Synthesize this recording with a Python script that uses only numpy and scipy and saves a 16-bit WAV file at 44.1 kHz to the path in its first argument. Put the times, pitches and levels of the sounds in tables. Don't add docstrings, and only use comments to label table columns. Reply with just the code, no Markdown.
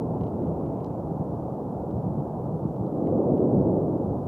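import sys
import numpy as np
from scipy import signal
from scipy.io import wavfile
from scipy.ndimage import uniform_filter1d

SR = 44100
rng = np.random.default_rng(int(sys.argv[2]) if len(sys.argv) > 2 else 0)


def ratio(d):
    e = np.asarray(d, float) / 20
    return 10 ** e


def store_wav(level_fs):
    pcm = np.round(np.clip(np.atleast_2d(level_fs), -1, 1) * 32767)
    wavfile.write(sys.argv[1], SR, pcm.T.astype(np.int16))


N = 188557


def evened(x):
    return x / np.sqrt(np.mean(x ** 2) + 1e-20)


def read(points, hz):
    f, value = np.transpose(points)
    return np.interp(np.log(hz + 1), np.log(f + 1), value)


def along(rows, column):
    rows = np.array(rows)
    return np.interp(np.arange(N) / SR, rows[:, 0], rows[:, column])


def noise(spectrum, likeness, patchy_db):
    size = 2048
    hop = size // 4
    hz = np.fft.rfftfreq(size, 1 / SR)
    frames = N // hop + 6
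    a, b, c, d, patches = rng.standard_normal((frames, len(hz), 5)).T
    patches = uniform_filter1d(patches, size=8, axis=0)
    patches = evened(uniform_filter1d(patches, size=6, axis=1))
    same = np.clip(read(likeness, hz), -1, 1)[:, None]
    left = a + 1j * b
    right = same * left + np.sqrt(1 - same ** 2) * (c + 1j * d)
    colour = ratio(read(spectrum, hz)[:, None] + patchy_db * patches)
    sound = signal.istft(np.array([left, right]) * colour, nperseg=size, noverlap=size - hop)[1]
    return evened(sound[:, size:size + N])


def bursts(events, turns, rise, phase, wobble):
    out = np.zeros(N)
    chances = rng.standard_normal(len(events))
    for (s, db, hz), chance in zip(events, chances):
        cycle = np.arange(round(6 * turns * SR / hz)) * hz / SR
        shape = (1 - np.exp(-cycle / rise)) * np.exp(-cycle / turns)
        swing = shape * np.sin(2 * np.pi * cycle + phase + wobble * chance)
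        start = round(s * SR)
        out[start:start + len(swing)] += ratio(db) * swing / abs(swing).max()
    return out


CALM_DB = -34
# start in seconds, rise in seconds, hold in seconds, gain in dB.
JET_SURGES = [(0, 0.018, 0.65, 2.97), (2.78, 0.4, .55, 10.86)]


def surging():
    fade_db_per_s = 18.5
    t = np.arange(N) / SR
    level_db = np.full(N, float(CALM_DB))
    for start, rise, hold, gain_db in JET_SURGES:
        top, end = start + rise, start + rise + hold
        silent = end + gain_db / fade_db_per_s
        level_db += np.interp(t, [start, top, end, silent], [0, gain_db, gain_db, 0])
    return level_db


# pitch in Hz, likeness (1 means identical).
FAR_LIKENESS = [(35, 0.94), (65, .99), (140, 1), (400, 0.99), (800, 0.99), (1500, 0.98)]
# pitch in Hz, strength in dB per Hz (relative).
ROAR_COLOUR = [(70, -100), (120, -29.5), (190, -3.5), (300, 0), (410, -3.5), (530, -5.5), (680, -13.5),
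               (880, -24.5), (1200, -53), (1800, -85), (3000, -120)]


def roar():
    return ratio(surging()) * noise(ROAR_COLOUR, FAR_LIKENESS, patchy_db=0.42)


# pitch in Hz, strength in dB per Hz (relative).
RUSH_COLOUR = [(15, -46.5), (30, -18), (50, -8), (80, -7), (250, -16), (450, -4), (650, 0), (800, -1),
               (1000, -9), (1300, -21.5), (1700, -38.5), (2200, -57.5), (4000, -100)]


def rush():
    calm_rush_db, follows = -39, 0.084
    level_db = calm_rush_db + follows * (surging() - CALM_DB)
    return ratio(level_db) * noise(RUSH_COLOUR, FAR_LIKENESS, patchy_db=1.25)


# pitch in Hz, strength in dB per Hz (relative).
RUMBLE_COLOUR = [(15, -85.5), (25, -59), (40, -38), (65, -10), (100, -2), (150, 2), (200, -2), (280, -22.5),
                 (400, -65), (700, -120)]
# time in seconds, level in dB.
RUMBLE_HEAVE = [(0, -31.5), (.42, -30.5), (.75, -33), (1.05, -32.5), (1.65, -34.5), (2.15, -29.5),
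                (2.45, -33), (2.95, -34), (3.1, -27.5), (3.4, -30), (3.68, -24), (3.9, -30.5), (4.1, -28.5),
                (4.28, -32.5)]


def rumble():
    return ratio(along(RUMBLE_HEAVE, column=1)) * noise(RUMBLE_COLOUR, FAR_LIKENESS, patchy_db=2.5)


# start in seconds, peak in dB before distance softens it, pitch in Hz.
GAS_THUDS = [(1.195, -19.5, 120), (1.209, -19, 152), (2.651, -14, 166), (3.699, -14.5, 174)]


def thuds():
    far = signal.butter(3, [70, 450], "bandpass", fs=SR, output="sos")
    return signal.sosfilt(far, bursts(GAS_THUDS, turns=0.68, rise=0.6, phase=3.0, wobble=0.1))


# start in seconds, peak in dB before its echo, pitch in Hz.
GRIT_TICKS = [(.2113, -49, 2600), (.2358, -50, 2900), (.2386, -56, 2800), (.2678, -51, 3000),
              (.2782, -54, 2800), (.424, -57, 2200), (.4728, -54.5, 2500), (.6628, -55, 2700),
              (.806, -60, 3200), (.8455, -43.5, 4200), (.8632, -51, 4600), (1.9107, -53, 3300),
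              (2.1989, -60, 3000), (2.7636, -57.5, 3250), (2.8649, -57, 3640), (3.0723, -47, 2100),
              (3.3777, -51, 2600)]


def ticks():
    direct = bursts(GRIT_TICKS, turns=0.55, rise=0.5, phase=0.0, wobble=0.39)
    echo = ratio(-5.0) * np.roll(direct, round(0.001 * SR))
    return direct + echo


# time in seconds, level in dB.
TRICKLE_LEVEL = [(0, -85), (.6, -80), (.76, -78), (.92, -77), (1.02, -90.5), (4.28, -92.5)]


def trickle():
    grains_per_s = 600
    strength = ratio(3.5 * np.minimum(rng.exponential(1, N), 3.5))
    falls = rng.random(N) < grains_per_s / SR
    grains = strength * falls * rng.choice([-1, 1], N)
    band = signal.butter(2, [1700, 2900], "bandpass", fs=SR, output="sos")
    return ratio(along(TRICKLE_LEVEL, column=1)) * evened(signal.sosfilt(band, grains))


# pitch in Hz, strength in dB per Hz (relative).
HISS_COLOUR = [(500, -0.5), (2000, -0.5), (4600, -3.5), (11400, -5.5), (12800, -2.5), (13450, -1.5),
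               (13650, -13), (13800, -24), (14400, -26)]
# pitch in Hz, likeness (1 means identical).
HISS_LIKENESS = [(2000, 0.55), (5000, 0.62), (9000, 0.55), (14000, .45)]


def hiss():
    return ratio(-72) * noise(HISS_COLOUR, HISS_LIKENESS, patchy_db=0.5)


def whine():
    pitch_hz, width_hz, level_db = 12950, 100, -93
    a, b, slow = rng.standard_normal((N, 3)).T
    r = np.exp(-np.pi * width_hz / SR)
    fuzz = signal.lfilter([1], [1, -2 * r, r * r], a + 1j * b)
    carrier = np.exp(2j * np.pi * pitch_hz * np.arange(N) / SR)
    waver = evened(uniform_filter1d(slow, size=5000))
    return ratio(level_db + 2.5 * waver) * evened((fuzz * carrier).real)


def scene():
    lean_db = -0.32
    fountain = roar() + rush() + rumble() + thuds()
    grit = ticks() + trickle()
    return (fountain + grit) * ratio(np.array([[lean_db / 2], [-lean_db / 2]]))


def roll_off(x):
    return signal.sosfilt(signal.butter(12, 14340, fs=SR, output="sos"), x)


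def record(dry):
    bass_cut = signal.butter(2, 45, "highpass", fs=SR, output="sos")
    mix = signal.sosfilt(bass_cut, dry) + hiss() + whine()
    return roll_off(mix)


dry = scene()
out = record(dry)
store_wav(out)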